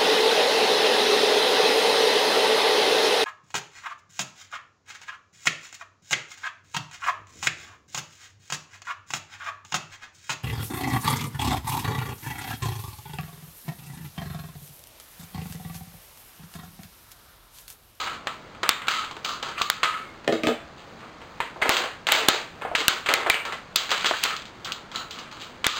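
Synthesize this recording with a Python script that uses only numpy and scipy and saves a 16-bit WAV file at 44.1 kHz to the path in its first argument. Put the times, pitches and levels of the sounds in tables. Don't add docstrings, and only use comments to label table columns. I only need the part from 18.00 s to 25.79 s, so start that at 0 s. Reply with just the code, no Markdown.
import sys
import numpy as np
from scipy import signal
from scipy.io import wavfile
from scipy.ndimage import uniform_filter1d, map_coordinates

SR = 44100
rng = np.random.default_rng(int(sys.argv[2]) if len(sys.argv) > 2 else 0)


def gain_from_decibels(decibels):
    exponent = np.asarray(decibels, float) / 20
    return 10 ** exponent


def unload_audio(sound):
    columns = np.transpose(np.atleast_2d(sound))
    steps = np.round(np.clip(columns, -1, 1) * 32767)
    wavfile.write(sys.argv[1], SR, steps.astype(np.int16))


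N = 343526


# until_s, tube_share_of_pops_db, room_share_db,
# low_share_of_creases_db, fading_of_a_squeeze_db
SHAPES = [
    (2.4, -8, -1, -25, -8),
    (5.7, -26, 3.5, 3.5, -3.5),
    (8, -8, 3, -7.5, -3),
]


def shape_at(s):
    ends = [row[0] for row in SHAPES]
    return SHAPES[min(np.searchsorted(ends, s), len(SHAPES) - 1)][1:]


def buckles(rows, over_db, crack_s, t60, shimmer_db, steep=False, less_db=0, headroom_db=np.zeros(N)):
    out = np.zeros((2, N))
    camera_filter = signal.firwin(41, 5150, fs=SR)
    for s, db, low_db, high_db, *far_db in rows:
        tube_db, room_db = shape_at(s)[:2] + np.array([less_db, sum(far_db)])
        shares = gain_from_decibels(np.array([low_db, -3, high_db, tube_db]))
        pop = shares @ parts(crack(crack_s, t60, shimmer_db))
        even = shares @ parts(np.eye(1, 3000)[0])
        heard = np.convolve(pop[:760], camera_filter).reshape(-1, 4)
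        steps = abs(np.diff(heard, axis=0))
        if steep:
            size = gain_from_decibels(db) / steps.max(0).min()
            start = s - (steps.argmax() - 18) / SR
        else:
            wanted = gain_from_decibels(min(db + over_db, -1)) / abs(heard).max(0).min()
            without_wrapping = .95 * gain_from_decibels(headroom_db[int(s * SR)]) / steps.max()
            size = min(wanted, without_wrapping)
            start = s - 9 / SR
        add(out[0], start, size * pop)
        add(out[1], start, size * gain_from_decibels(room_db) * even)
    return thin(out)


# steepest_s (time of the steepest step), steepest_step_db, low_share_db,
# high_share_db, room_share_db
SNAPS = [
    (.692, 1.2, -30.5, -2.5, 1),
    (1.7009, 1.5, -15, 3, -6),
    (3.6935, 2, -3, -0.5, 0.5),
    (4.1213, 1, -13, 1.5, 1),
    (4.2862, 4, -21, 0.5, -1),
    (4.8826, 3, -13.5, 4, -1.5),
    (5.1391, 1, -17, 3.5, -4.5),
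    (5.2996, 1, -16, -0.5, -1.5),
    (5.7609, 1.1, -35, 36, 1.5),
    (7.6672, 1.1, -52, 5.5, -5),
]


def snaps(softer):
    s, step_db, *colour = np.transpose(SNAPS)
    gain_lost_db = ducking_db(softer)[(s * SR).astype(int)]
    step_db = np.clip(step_db, .7, 4.5) + gain_lost_db
    return buckles(zip(s, step_db, *colour), 0, 0.0065, 0.021, -27.5, steep=True, less_db=-3.5)


# start_s, peak_db, low_share_db, high_share_db
CUT_POPS = [(.0748, -23.5, -40, -28), (.271, -17, -14.5, -4), (.5487, -38, -10, -10), (.632, -16, -7.5, -5),
            (.819, -23.5, -17, -9), (.8704, -26, -30, -5), (.8828, -9, -46, -4.5), (1.0411, -24, -35, -14),
            (1.111, -31, -4, 8), (1.1664, -29.5, 2.5, 0), (1.2414, -109, -13, -2), (1.2509, -25, -10, 12),
            (1.2604, -24, -5, -8), (1.2948, -25, -27, 43), (1.4277, -22, 7, 15.5), (1.4879, -29, 14, 19.5),
            (1.579, -28, -15, -15), (1.5972, -38, -2.5, -26), (1.617, -8, -13.5, 7.5),
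            (1.8316, -5, -45, -3), (1.8362, -8, -26, 0), (1.8455, -11, -30, -5), (1.855, -10, -46, -34),
            (1.875, -21, -34, -8), (1.941, -22, -38, -37), (1.9774, -27, -30, -20), (2.1445, -48, -10, -10),
            (2.245, -35.5, 3, 3)]
# start_s, peak_db, low_share_db, high_share_db
FLEX_POPS = [(3.0302, -37, 2, -13.5), (3.217, -36.5, 3, -1), (3.4037, -16, -10, -11.5),
             (3.5602, -32, 28, 3), (3.602, -35, 12, -20), (3.6209, -12.5, -15, -16.5),
             (3.628, -12.5, -7.5, -9.5), (3.656, -11.5, 7, -29), (3.718, -1, -22.5, 21),
             (3.7675, 2, -22.5, -0.5), (3.838, -17.5, 3, -4), (4.069, -13, -11, 0), (4.0874, -7, -9, -6),
             (4.118, -8, -10, 0), (4.1462, -12, 0, -5), (4.153, -10, -20, 3), (4.172, -15, -10, 0),
             (4.184, -15, -10, 0), (4.284, -5, -15, 0), (4.6202, -23.5, -2.2, -13), (4.6503, -25.5, 6, -28),
             (4.7155, -29.5, 26, -11), (4.7529, -5, -27, -3), (5.0609, -16.5, -16.5, -10),
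             (5.09, -12, -57, -1), (5.2626, -10.5, 3, -17), (5.2713, -18, 6, 0), (5.343, -9, -6, -5),
             (5.452, -21.5, -7.5, -2), (5.5235, -26, -4, 0)]
# start_s, peak_db, low_share_db, high_share_db, and for some
# a further room_share_db
CURL_POPS = [(5.7585, -11, -30, 10), (5.8925, -20.5, -33, -1), (5.916, 8, -7.5, 0.5),
             (6.0451, -11, -15, -11), (6.0596, -4.5, -31, 10), (6.0653, -1, -7, 9),
             (6.1101, -4, 4, -20, -10), (6.137, -14.5, -40, -31), (6.2375, -4, -30, 8.5),
             (6.2525, -13, -32, -25), (6.3065, -16, -16, -8), (6.3653, -20.5, -40, 33, -8),
             (6.398, -33, -30, 10, -6), (6.42, -33, -30, 10, -6), (6.4545, -34, -30, 15),
             (6.6467, -26.5, -22, 38.5), (6.6745, -31, -11, -17), (6.7206, -15, -38, 21, -5),
             (6.9162, -31.5, -6, 5), (6.96, -20.5, -26, 21), (7.1088, -28, -8, 31), (7.1878, -27.5, 5, 18),
             (7.314, -36.5, -17, 10), (7.4146, -32.5, -16, 18), (7.5575, -46, 0, 0),
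             (7.643, -12.5, -24, -1.5), (7.665, -12, -30, 8), (7.6858, -33, -30, 3)]


def pops(creases):
    rows = CUT_POPS + FLEX_POPS + CURL_POPS
    return buckles(rows, 4.0, 0.004, 0.043, -6, headroom_db=ducking_db(creases))


def crack(crack_s, t60, shimmer_db):
    t = np.arange(3000) / SR
    rise = 1 - np.exp(-t / .0003)
    fading = gain_from_decibels(-60 * t / crack_s) + gain_from_decibels(shimmer_db - 60 * t / t60)
    return rng.standard_normal(len(t)) * rise * fading


# pitch_hz, width_hz, level_db
TUBE = [(1050, 90, -13), (1155, 70, -2.5), (1250, 70, -1.5), (1335, 70, 0), (1470, 90, -7)]
# from_hz, to_hz
RANGES = [(330, 1050), (1100, 2900), (2900, 5450)]


def parts(burst):
    hz, width, db = np.transpose(TUBE)
    luck = rng.random((2, len(TUBE)))
    bands = []
    for edges in RANGES:
        band = signal.butter(2, edges, "band", fs=SR, output="sos")
        bands.append(signal.sosfilt(band, burst))
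    bands[1] = -bands[1]
    t60 = np.log(1000) / np.pi / np.maximum(width, 18)
    tube = ring(hz * (.96 + 0.08 * luck[0]), db + 6 * luck[1], t60, 0, len(burst) / SR + 1e-6)
    return np.array([part / np.linalg.norm(part) for part in bands + [tube]])


# start_s, peak_db, pitch_hz, t60_s
PANELS = [(0.271, -15, 1280, 0.026), (0.631, -20.5, 1230, 0.1), (0.693, -2.5, 3600, 0.042),
          (0.882, -26, 1310, 0.066), (1.111, -25, 1150, 0.043), (1.293, -21.5, 1220, 0.15),
          (1.428, -28, 1280, 0.055), (1.614, -12, 1170, 0.06), (1.833, -8, 1140, 0.05),
          (1.845, -10, 1350, 0.076), (3.403, -15.5, 934, 0.087), (3.624, -6, 2160, 0.05),
          (3.717, -11, 3490, 0.05), (4.069, -25, 1830, 0.15), (4.148, -5, 2105, 0.03),
          (4.287, 9.5, 3986, 0.029), (4.65, -20, 802, 0.05), (4.715, -21, 670, 0.047),
          (4.751, -5.5, 2480, 0.038), (4.884, -3.5, 1465, 0.05), (5.088, -4.5, 2200, 0.11),
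          (5.141, 0, 2230, 0.05), (5.262, -19.5, 666, 0.11), (5.302, 3, 2220, 0.05),
          (5.343, -3, 2770, 0.025), (5.523, -22, 1900, 0.03), (6.058, -6, 3150, 0.046),
          (6.138, -10, 1450, 0.02), (6.252, -8, 1334, 0.03), (6.959, -11.5, 4100, 0.038)]
PANEL_DB, PANEL_SPREAD = -12, .17


def panels():
    out = np.zeros(N)
    luck = rng.random((len(PANELS), 3, 6))
    for (s, db, hz, t60), (a, b, c) in zip(PANELS, luck):
        pitches = hz * (1 + PANEL_SPREAD * (a - .5))
        t60s = np.clip(t60, .015, .06) * (.6 + .8 * c)
        add(out, s, gain_from_decibels(db + PANEL_DB) * ring(pitches, -8 * b, t60s, 0, 4000 / SR))
    return out


# start_s, length_s, level_db, high_share_db,
# tube_share_db
SQUEEZES = [(-.05, .2, -32, 8, 4), (0.65, 0.26, -31, -18, 0.5), (0.89, 0.16, -26, 8, -3),
            (1.244, 0.13, -52, 31, 21.5), (1.424, 0.13, -37, 7, 7), (1.58, 0.05, -32, 6, 2),
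            (1.698, 0.12, -32, 5, -3), (1.831, 0.11, -29, 6, 2), (3.408, 0.052, -62, -2, 3),
            (3.615, 0.21, -28, 2, -12.5), (3.714, .12, -25, 10, -20), (4.112, 0.03, -25, 11, -10),
            (4.143, .11, -20, 6, -20), (4.282, 0.09, -19.5, 11, -23), (4.612, 0.031, -34.5, -18, 1.5),
            (4.776, 0.054, -25.5, 13.5, -1.5), (4.877, 0.088, -26.5, 12.5, -3.5),
            (5.087, 0.15, -21, 1, -3.5), (5.263, .035, -33, -10, -4), (5.304, 0.14, -37, -10, -4),
            (5.757, 0.084, -22.5, 5, -14), (5.903, 0.14, -26.5, 10, -9), (6.228, 0.04, -28, 8, -8),
            (6.65, .1, -44.5, -11, 9), (6.94, .08, -43.5, 13.5, 10.5), (7.138, 0.12, -50.5, 14, 8.5),
            (7.664, 0.48, -36, 16, 7.5),
            (0.27, 0.037, -44, 5, 3),
    (1.968, 0.12, -49.5, 2, 5.5),
    (2.775, 0.045, -60.5, 21.5, -12),
    (2.987, .08, -56.5, 9, 3),
    (5.446, 0.096, -44, -8, 10),
    (6.042, .04, -26, 6, -4),
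    (6.08, 0.25, -33, 12, -9),
    (7.311, .06, -49.5, 14.5, 8),
    (7.395, 0.082, -46.5, 13.5, -2),
]
# low_db, middle_db, high_db, tube_db
SAG_DB = (-6, -7, -10, -2.5)
# low_db, middle_db, high_db, tube_db
RUB_DB = (-57, -55.5, -71.5, -62.5)
SQUEEZE_RISE_S, LET_GO_DB_PER_S = 0.0043, 290


def pressure():
    t = np.arange(N) / SR
    gain = gain_from_decibels(np.array(RUB_DB))[:, None] * np.ones(N)
    for start, length, db, high_db, tube_db in SQUEEZES:
        span = slice(max(round(start * SR), 0), round((start + length + .3) * SR))
        u = t[span] - start
        low_db, tire_db = shape_at(start)[2:]
        sag_db = np.outer(np.add(SAG_DB, tire_db), np.minimum(u / length, 1))
        shares_db = np.array([low_db, 0, high_db, tube_db])[:, None] + sag_db
        let_go_db = LET_GO_DB_PER_S * np.maximum(u - length, 0)
        held = np.minimum(u / SQUEEZE_RISE_S, 1) * gain_from_decibels(db - let_go_db)
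        gain[:, span] += held * gain_from_decibels(shares_db)
    return gain


def crinkle(per_s=1500, spread_db=4.0):
    happens = rng.random(N) < per_s / SR
    size = gain_from_decibels(spread_db * np.minimum(rng.exponential(1, N), 3.3)) * happens
    which = rng.integers(0, 6, N)
    layers = np.zeros((4, N))
    for kind in range(6):
        crease = parts(crack(0.0022, 0.062, -37.5))
        layers += signal.oaconvolve((size * (which == kind))[None], crease, axes=1)[:, :N]
    return gain_from_decibels(-3.5) * sum(evened(layer) * gain for layer, gain in zip(layers, pressure()))


def scrape(rows, width, over_db=0):
    s, db, hz = np.transpose(rows)
    t = np.arange(s[0], s[-1], 1 / SR)
    turn = np.exp(2j * np.pi * np.cumsum(np.interp(t, s, hz)) / SR)
    r = np.exp(-np.pi * width / SR)
    noise = rng.standard_normal(len(t)) + 1j * rng.standard_normal(len(t))
    rub = signal.lfilter([1], [1, -2 * r, r * r], noise)
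    level = signal.windows.tukey(len(t), .1) * gain_from_decibels(np.interp(t, s, db) + over_db)
    out = np.zeros(N)
    add(out, max(s[0], 0), level * evened((rub * turn).real))
    return out


# start_s, level_db, pitch_hz
SCRAPE = [
    (1.551, -59, 2300),
    (1.582, -29, 2500),
    (1.6, -51, 3210),
    (1.63, -38, 4220),
    (1.69, -39, 4330),
    (1.76, -44, 4480),
    (1.8, -59, 4390),
]


def blades_scrape():
    return scrape(SCRAPE, 700)


# start_s, level_db, pitch_hz
SINGING = [
    [(0.0, -37, 1260), (0.088, -36, 1290), (0.144, -39, 1280), (0.184, -48, 1310), (0.2, -55, 1260)],
    [(0.885, -26, 1290), (0.931, -32, 1260), (0.973, -26, 1270), (1.059, -37, 1290), (1.08, -43, 1290)],
    [(1.245, -37, 1250), (1.299, -33, 1190), (1.317, -40, 1190), (1.36, -39, 1220)],
    [(1.575, -36, 1200), (1.617, -29, 1180), (1.647, -37, 1200), (1.705, -32, 1250), (1.751, -42, 1280),
     (1.811, -39, 1310), (1.82, -28, 1310)],
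    [(1.835, -21, 1260), (1.847, -20, 1270), (1.891, -29, 1250), (1.941, -27, 1290), (2.05, -46, 1290)],
    [(6.255, -26, 1280), (6.281, -33, 1290), (6.311, -29, 1270), (6.339, -33, 1260), (6.36, -43, 1250)],
    [(7.645, -29, 1180), (7.707, -41, 1210), (7.78, -40, 1240)],
]
# start_s, level_db, pitch_hz
BLADE_RING = [
    (1.99, -65, 2230),
    (2.03, -50, 2210),
    (2.1, -50, 2150),
    (2.16, -62, 2130),
]


def singing():
    wall = sum(scrape(rows, 75, over_db=-0.8) for rows in SINGING)
    return wall + scrape(BLADE_RING, 70)


# start_s, peak_db, clatter_share_db
KNOCKS = [
    (2.277, -18.5, 1.5),
    (2.288, -17.5, -17),
    (2.324, -16.5, -1),
    (2.351, -23, -20),
    (2.434, -20.5, 1),
    (2.47, -15.5, 2.5),
    (2.484, -16.5, -2),
    (2.526, -49, -15),
]
# pitch_hz, level_db, t60_s
TABLE = [(133, -9.5, 0.25), (191, -11, 0.19), (238, 1, 0.6), (323, -3.5, 1), (408, 0, 0.35),
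         (456, 3.5, 0.2), (529, 2.5, 0.17), (586, 1.5, 0.22), (668, 2, 0.22), (780, -2.5, 0.18),
         (1190, -10, 0.16), (1250, -9, 0.14), (1860, -19, 0.17), (2090, -11, 0.12)]


def knocks():
    out = np.zeros(N)
    hz, db, t60 = np.transpose(TABLE)
    for s, blow_db, clatter_db in KNOCKS:
        wood = ring(hz, db + 6 * rng.random(len(hz)), t60 * 0.33, rng.random(len(hz)), 0.38)
        wood *= 1 - np.exp(-np.arange(len(wood)) / SR / 0.0018)
        steel = gain_from_decibels(np.array([-9.0, 0.0, 0, -9])) @ parts(crack(0.015, 0.037, -32))
        add(out, s, gain_from_decibels(blow_db) * wood / np.sqrt(np.mean(wood[:400] ** 2)))
        add(out, s, gain_from_decibels(blow_db + clatter_db + 10) * steel / abs(steel).max())
    return out


def thin(x):
    return signal.sosfilt(signal.butter(2, 260, "high", fs=SR, output="sos"), x)


def ring(hz, db, t60, phase, length_s):
    t = np.arange(round(length_s * SR))[:, None] / SR
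    return (gain_from_decibels(db - 60 * t / t60) * np.sin(2 * np.pi * (hz * t + phase))).sum(1)


def evened(x):
    return x / np.sqrt(np.mean(x ** 2) + 1e-20)


def read(points, hz):
    f, value = np.transpose(points)
    return np.interp(np.log(hz + 1), np.log(f + 1), value)


def add(mix, s, sound):
    part = mix[round(s * SR):][:len(sound)]
    part += sound[:len(part)]


# pitch_hz, t60_s
ROOM = [(200, 0.12), (700, 0.25), (1800, 0.32), (4500, 0.27)]


def room(x):
    taps = np.zeros((3, SR // 2))
    slots = np.arange(200, SR // 2 - 20, 12)
    at = slots + rng.integers(0, 12, (3, len(slots)))
    np.put_along_axis(taps, at, rng.choice([-1., 1.], at.shape), 1)
    hz, t, z = signal.stft(taps, SR, nperseg=256)
    dying = gain_from_decibels(-60 * t / read(ROOM, hz)[:, None])
    tails = signal.istft(z * dying, SR, nperseg=256)[1]
    phase = np.arange(N) * 7 / SR + np.arange(3)[:, None] / 3
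    turns = np.cos(np.pi * phase) * np.sqrt(2 / 3)
    return signal.fftconvolve(x * turns, tails / np.linalg.norm(tails[0]), axes=1)[:, :N].sum(0)


# pitch_hz, level_db (per Hz)
HISS = [(15, -49), (25, -5), (169, 2.5), (445, -2), (498, -1.5), (763, -3.5), (1250, -3), (1600, -7.5),
        (2940, -13.5), (4510, -9.5), (5400, -10), (7020, -54.5), (11900, -120)]
HISS_DB = -46.5


def hiss():
    frames, hz = N // 256 + 5, np.fft.rfftfreq(1024, 1 / SR)
    a, b, patches = rng.standard_normal((frames, 513, 3)).T
    patches = evened(uniform_filter1d(uniform_filter1d(patches, 10, 0), 12, 1))
    z = (a + 1j * b) * gain_from_decibels(read(HISS, hz)[:, None] + 0.63 * patches)
    return gain_from_decibels(HISS_DB + 1.0) * evened(signal.istft(z, nperseg=1024, noverlap=768)[1][:N])


def ducking_db(x, threshold_db=-25, share=0.51, recovery_db=95):
    power_db = 10 * np.log10(signal.lfilter([.01], [1, -.99], x ** 2) + 1e-12)
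    fall = np.arange(N) * recovery_db / SR
    held_db = np.maximum.accumulate(power_db + fall) - fall
    over_db = np.maximum(held_db - threshold_db, 0)
    return share * signal.lfilter([.004], [1, -.996], over_db)


CAMERA_HZ = 11024.4


def sampled(heard):
    narrow = signal.oaconvolve(heard, signal.firwin(41, 5300, fs=SR), "same")
    coarse = np.arange(0, N, SR / CAMERA_HZ)
    values = np.clip(map_coordinates(narrow, [coarse], order=3), -1, 1)
    joined = np.interp(np.arange(N), coarse, values)
    round_about = np.interp(np.arange(N), coarse, np.unwrap(values, period=2))
    jumps = (round_about + 1) % 2 - 1 - joined
    level = np.sqrt(signal.lfilter([.005], [1, -.995], joined ** 2))
    joined += gain_from_decibels(-36.5) * level * rng.standard_normal(N)
    smooth = signal.oaconvolve(joined, signal.firwin(301, 15950, fs=SR), "same")
    smooth_jumps = signal.oaconvolve(jumps, signal.firwin(301, 16300, fs=SR), "same")
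    return np.clip(smooth + smooth_jumps, -1, 1)


def scene():
    table = knocks()
    creases = thin(crinkle()) + blades_scrape() + panels()
    pop, pop_far = pops(creases)
    sung = singing()
    to_room = gain_from_decibels(-1.5) * pop_far + gain_from_decibels(2.5) * table + gain_from_decibels(-2.5) * creases + gain_from_decibels(-9) * sung
    softer = pop + table + creases + sung + room(to_room)
    snap, snap_far = snaps(softer)
    return (softer + snap + room(snap_far))[None]


def low_pass(x):
    return signal.sosfilt(signal.butter(12, 16680, fs=SR, output="sos"), x)


def record(dry):
    down_db = ducking_db(dry[0])
    heard = dry[0] / gain_from_decibels(down_db) + hiss() / gain_from_decibels(0.33 * down_db)
    wrapped = sampled(heard)
    return low_pass(wrapped[None])


dry = scene()
out = record(dry)
unload_audio(out)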